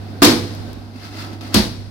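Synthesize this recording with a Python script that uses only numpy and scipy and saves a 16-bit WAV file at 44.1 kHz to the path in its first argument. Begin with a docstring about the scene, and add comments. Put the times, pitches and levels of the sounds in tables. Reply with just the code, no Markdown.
"""At a cafe counter, a steel portafilter is knocked twice on a knock box, close up in stereo.
Each blow cracks, clashes the metalware, rings counter and steel and leaves the room booming.
The harder first blow adds a thud and a clank and overloads the microphones.
Between the blows metal ticks, slides and catches, with soft bumps on the counter.
Cooling motors hum over fan noise throughout."""
import sys
import numpy as np
from scipy import signal
from scipy.fft import rfft, irfft
from scipy.io import wavfile
from scipy.ndimage import uniform_filter1d

SR = 44100
rng = np.random.default_rng(int(sys.argv[2]) if len(sys.argv) > 2 else 0)


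def master_out(mix):
    """Clip the mix to full scale and print it as 16-bit PCM to the path in sys.argv[1]."""
    frames = np.transpose(np.atleast_2d(mix))
    ceiling = np.clip(frames, -1, 1)
    pcm = np.round(ceiling * 32767).astype(np.int16)
    wavfile.write(sys.argv[1], SR, pcm)


N = 83790
T = np.arange(N) / SR
HZ = np.maximum(np.fft.rfftfreq(N, 1 / SR), 1)
CUTOFF_HZ = 16000


def from_db(db):
    """Decibels to gain."""
    return 10 ** (np.asarray(db) / 20)


def unit_rms(x):
    """Scale to rms 1."""
    return x / np.sqrt(np.mean(x ** 2) + 1e-20)


def at_hz(table, hz):
    """Interpolate on a log-frequency axis."""
    freqs, values = np.transpose(table)
    return np.interp(np.log(hz), np.log(freqs), values)


def level(table):
    """Gain curve from (time [s], level [dB]) rows."""
    return from_db(np.interp(T, *np.transpose(table)))


def drift(rate_hz):
    """Low-passed random wander, rms 1."""
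    return unit_rms(irfft(rfft(rng.standard_normal(N)) / (1 + (HZ / rate_hz) ** 2), N))


def swell(start_s, tau_s):
    """Exponential rise, 0 to 1."""
    return 1 - np.exp(-np.maximum(T - start_s, 0) / tau_s)


def decay(start_s, t60_s, hold_s=0):
    """0.5 ms attack, hold, exponential release."""
    attack = np.clip((T - start_s) * 2000, 0, 1)
    return attack * np.exp(-np.log(1000) * np.maximum(T - start_s - hold_s, 0) / t60_s)


def mic_lag_rad(hz, bass_skew_hz=71, right_early_s=0.00015):
    """Phase lag per channel: right hears first, left leads in the bass."""
    right_lag = np.arctan(bass_skew_hz / hz) - 2 * np.pi * hz * right_early_s
    return right_lag * np.array([[0], [1]])


# Microphone balance: (frequency [Hz], left minus right [dB])
MIC_BALANCE = [(40, -2), (150, -4.5), (700, -0.5), (1500, -2.5), (3000, 1), (4600, 8.5), (7000, -2),
               (10000, 8.5), (14000, -4.5)]
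def mic_gains(hz):
    """Left and right gain, constant power."""
    pair = from_db(np.array([[1], [-1]]) * at_hz(MIC_BALANCE, hz) / 2)
    return pair / np.sqrt(np.mean(pair ** 2, axis=0))


# Left-right likeness, clipped to a correlation: (frequency [Hz], likeness [ratio])
MIC_LIKENESS = [(40, -1), (200, 1.6), (400, 0.36), (750, 0.5), (1500, -0.19), (3000, -0.0545), (6000, 0)]
def noise(colour, peaks=()):
    """Coloured noise with resonances at both microphones, rms 1."""
    mid, side = rfft(rng.standard_normal((2, N)))
    correlation = np.clip(at_hz(MIC_LIKENESS, HZ), -0.99, 0.99)
    pair = np.sqrt(1 + correlation) * mid + np.sqrt(1 - correlation) * side * [[1], [-1]]
    lift_db = sum(db / (1 + (2 * (HZ - hz) / width_hz) ** 2) for hz, width_hz, db in peaks)
    shape = from_db(at_hz(colour, HZ) + lift_db) * (HZ > 20) * (HZ < CUTOFF_HZ)
    return unit_rms(irfft(pair * np.exp(-1j * mic_lag_rad(HZ)) * mic_gains(HZ) * shape, N))


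# Fan spectrum: (frequency [Hz], relative density [dB])
FAN_COLOUR = [(25, -18), (60, 4.5), (140, -11.5), (240, 0.5), (400, -7.5), (750, -18), (1200, -19.5),
              (2800, -27), (4600, -23.5), (7000, -40.5), (11000, -38.5), (15500, -44)]
# Room resonances: (frequency [Hz], width [Hz], lift [dB])
FAN_PEAKS = [(244, 26, 5), (735, 146, 9.5), (1553, 55, 9.5)]
# Fan envelope: (time [s], level [dB])
FAN_LEVEL = [(0, -35.5), (0.7, -33.5), (0.88, -41.5), (1.9, -41)]
def fans():
    """Air noise through room resonances."""
    return level(FAN_LEVEL) * noise(FAN_COLOUR, FAN_PEAKS)


# Motor lines: (frequency [Hz], base rms level [dB])
HUM_LINES = [(100, -33), (150, -48.5), (231, -48)]
# Hum envelope: (time [s], gain [dB])
HUM_GAIN = [(0, 1.5), (0.18, -1.5), (0.42, 5), (0.72, -1.5), (0.9, -4), (1.08, -5.5), (1.2, -1), (1.9, -1)]
def motors():
    """Fixed-pitch hum that swells and sags."""
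    hum = sum(from_db(db) * mic_gains(hz) * np.sin(2 * np.pi * hz * T - mic_lag_rad(hz))
              for hz, db in HUM_LINES)
    return np.sqrt(2) * level(HUM_GAIN) * hum


# Metal contact spectrum: (frequency [Hz], relative density [dB])
CONTACT_COLOUR = [(300, 6), (1500, -10.5), (4500, 3.5), (7000, -5), (10000, -6.5), (15500, -7)]
# Contacts within the blows: (time [s], level [dB])
CRACKS = [(0.2191, -12.5), (0.229, -9.5), (0.2443, -9), (0.25, -10.5), (1.5422, -10.5)]
def cracks():
    """Hard metal contacts, one noise burst each."""
    bursts = sum(from_db(db) * decay(start_s, t60_s=0.0124, hold_s=0.0062) for start_s, db in CRACKS)
    return noise(CONTACT_COLOUR) * bursts


def ring(start_s, hz, t60_s, db, build_cycles=1.77):
    """One struck mode: a sine that builds and decays."""
    phase = 2 * np.pi * hz * (T - start_s) - mic_lag_rad(hz)
    envelope = swell(start_s, build_cycles / hz) * decay(start_s, t60_s)
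    return from_db(db) * mic_gains(hz) * envelope * np.sin(phase)


# Portafilter blows on the knock box: (time [s], clash gain [dB], clash T60 scale [ratio])
BLOWS = [(0.22, -1.5, 0.88), (1.5418, -9.5, 0.87)]
def heavy_contact(clank_hz=1260, half_width_hz=155):
    """First blow: damped low thud plus hollow band-noise clank."""
    start_s = BLOWS[0][0]
    thud = ring(start_s, hz=305, t60_s=0.031, db=15)
    resonance = 1 / (1 + ((HZ - clank_hz) / half_width_hz) ** 2)
    clank = unit_rms(irfft(rfft(noise(CONTACT_COLOUR)) * resonance, N))
    return thud + from_db(-3) * clank * decay(start_s, t60_s=0.045)


def steel_resonances(x, ripple_db=1.5, width_hz=76, above_hz=2200):
    """Many small metalware resonances as random treble ripple."""
    ripple = unit_rms(uniform_filter1d(rng.standard_normal(len(HZ)), int(width_hz * N / SR)))
    gain = unit_rms(from_db(ripple_db * ripple))
    return irfft(rfft(x) * np.where(HZ > above_hz, gain, 1), N)


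# Clash spectra, one list per blow: (frequency [Hz], relative density [dB])
CLASH_SPECTRA = [
    [(35, -23), (100, -10), (200, -4), (330, 0), (600, -10.5), (1300, -12), (2900, -15.5), (4100, -9),
     (5100, -11.5), (7000, -23), (11000, -23.5), (15500, -31.5)],
    [(35, -12), (70, -9), (200, 0.5), (330, -3.5), (600, -9.5), (1300, -13), (2900, -14), (4200, -7),
     (5100, -10.5), (7000, -22.5), (11000, -22.5), (15500, -31.5)],
]
# Metalware decay: (frequency [Hz], base T60 [s])
CLASH_DECAY = [(60, 1), (300, 0.5), (1200, 0.41), (4500, 0.39), (14000, 0.38)]
def clashes(tail_db=-18, tail_cut_hz=12400):
    """Dense metalware modes die band by band; the room adds a duller tail."""
    edges_hz = [0, 140, 560, 1200, 2800, 6000, 10000, SR / 2]
    out = 0
    for (start_s, db, t60_scale), colour in zip(BLOWS, CLASH_SPECTRA):
        spectrum = rfft(steel_resonances(noise(colour)))
        attack = from_db(db) * swell(start_s, tau_s=0.008)
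        for low, high in zip(edges_hz, edges_hz[1:]):
            hz = (low + high) / 2
            band = irfft(spectrum * (HZ >= low) * (HZ < high), N)
            direct = decay(start_s, t60_scale * at_hz(CLASH_DECAY, hz), hold_s=0.014)
            tail = from_db(tail_db) * decay(start_s, t60_s=1) / np.hypot(1, hz / tail_cut_hz)
            out += band * attack * np.hypot(direct, tail)
    return out


# Boom spectrum: (frequency [Hz], relative density [dB])
BOOM_SPECTRUM = [(25, -10), (55, 21), (110, -23), (180, 15.5), (400, -60)]
def booms():
    """Counter and room boom on after each blow."""
    return from_db(-32) * sum(noise(BOOM_SPECTRUM) * decay(start_s, t60_s=1.8) for start_s, *_ in BLOWS)


# Counter and steel modes: (frequency [Hz], T60 [s], first blow [dB], second blow [dB])
STRUCK_MODES = [(64.4, 0.24, -36, -7.5), (96.4, 0.32, -9.5, -9.5), (210.4, 0.3, -16, -8.5),
                (239.5, 0.56, -10, -20), (289.9, 0.5, -7, -20), (340.3, 0.54, -9, -24),
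                (358.5, 0.29, -6.5, -15.5), (427.3, 0.42, -19.5, -60), (490, 0.64, -18, -41),
                (659, 0.4, -15.5, -25.5), (1046, 0.31, -15, -52), (1184, 0.15, -12, -20),
                (1594, 0.31, -13.5, -46), (3820, 0.13, -19, -35), (4365, 0.45, -15, -24),
                (4630, 0.34, -23, -24.5)]
def ringing(waver_db=1.67):
    """Both blows excite the same modes; reflections make the level waver."""
    out = 0
    for hz, t60_s, *levels_db in STRUCK_MODES:
        mode = sum(ring(start_s, hz, t60_s, db) for (start_s, *_), db in zip(BLOWS, levels_db))
        out += mode * from_db(waver_db * drift(rate_hz=14))
    return out


# Metal ticks: (time [s], level [dB])
METAL_TICKS = [(0.549, -35), (0.7302, -33.5)]
def ticks():
    """Light metal contacts, one noise burst each."""
    bursts = sum(from_db(db) * decay(start_s, t60_s=0.017) for start_s, db in METAL_TICKS)
    return noise(CONTACT_COLOUR) * bursts


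# Rub envelope: (time [s], level [dB])
RUB_ENVELOPE = [(0.9, -46), (1.15, -40), (1.32, -33.5), (1.39, -43), (1.415, -36.5), (1.55, -35),
                (1.6, -60)]
# Rub spectrum: (frequency [Hz], relative density [dB])
RUB_SPECTRUM = [(120, -25), (280, 2), (480, -17.5), (700, -10), (1300, -23), (2500, -58)]
def rub():
    """Dull friction noise under the rustle."""
    return level(RUB_ENVELOPE) * noise(RUB_SPECTRUM)


# Sliding envelope: (time [s], level [dB])
SLIDE_LEVEL = [(0.93, -52), (0.99, -44.5), (1.055, -37), (1.105, -44), (1.2, -33), (1.24, -35.5),
               (1.3, -42), (1.402, -51), (1.45, -38.5), (1.52, -41), (1.545, -28), (1.6, -60)]
# Scuffs where the metal catches: (time [s], level [dB])
CATCHES = [(0.956, -54), (1.33, -45.5), (1.409, -34.5)]
# Sliding spectrum: (frequency [Hz], relative density [dB])
SLIDE_COLOUR = [(200, 1), (700, -8), (1400, 0), (3000, -6), (4600, 0.5), (7000, -15), (11000, -16.5),
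                (15500, -23.5)]
# Sliding-metal resonances: (frequency [Hz], width [Hz], lift [dB])
SLIDE_PEAKS = [(1310, 25, 11.5), (2060, 45, 7.5), (2640, 160, 5), (5560, 68, 0)]
def rustle(grain_db=1):
    """Metal slides and catches: bright, grainy friction noise."""
    scuffs = sum(from_db(db) * decay(start_s, t60_s=0.12) for start_s, db in CATCHES)
    friction = steel_resonances(noise(SLIDE_COLOUR, SLIDE_PEAKS))
    grain = from_db(grain_db * drift(rate_hz=134))
    return (level(SLIDE_LEVEL) + scuffs) * friction * grain


# Counter bumps: (time [s], gain [dB])
COUNTER_BUMPS = [(0.954, -17), (1.329, -13.5)]
def bumps():
    """Soft contacts excite one damped counter mode."""
    return sum(ring(start_s, hz=249.5, t60_s=0.051, db=db) for start_s, db in COUNTER_BUMPS)


def scene():
    """Stereo sum of background, blows and handling."""
    background = fans() + motors()
    blows = cracks() + heavy_contact() + clashes() + booms() + ringing()
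    handling = ticks() + rub() + rustle() + bumps()
    return background + blows + handling


def record(dry):
    """Microphone overload as a soft clip, then a steep low-pass."""
    ceiling, knee = 0.72, 6.5
    clipped = dry / (1 + np.abs(dry / ceiling) ** knee) ** (1 / knee)
    lowpass = signal.cheby2(16, 60, CUTOFF_HZ + 600, fs=SR, output="sos")
    return signal.sosfilt(lowpass, clipped)


dry = scene()
out = record(dry)
master_out(out)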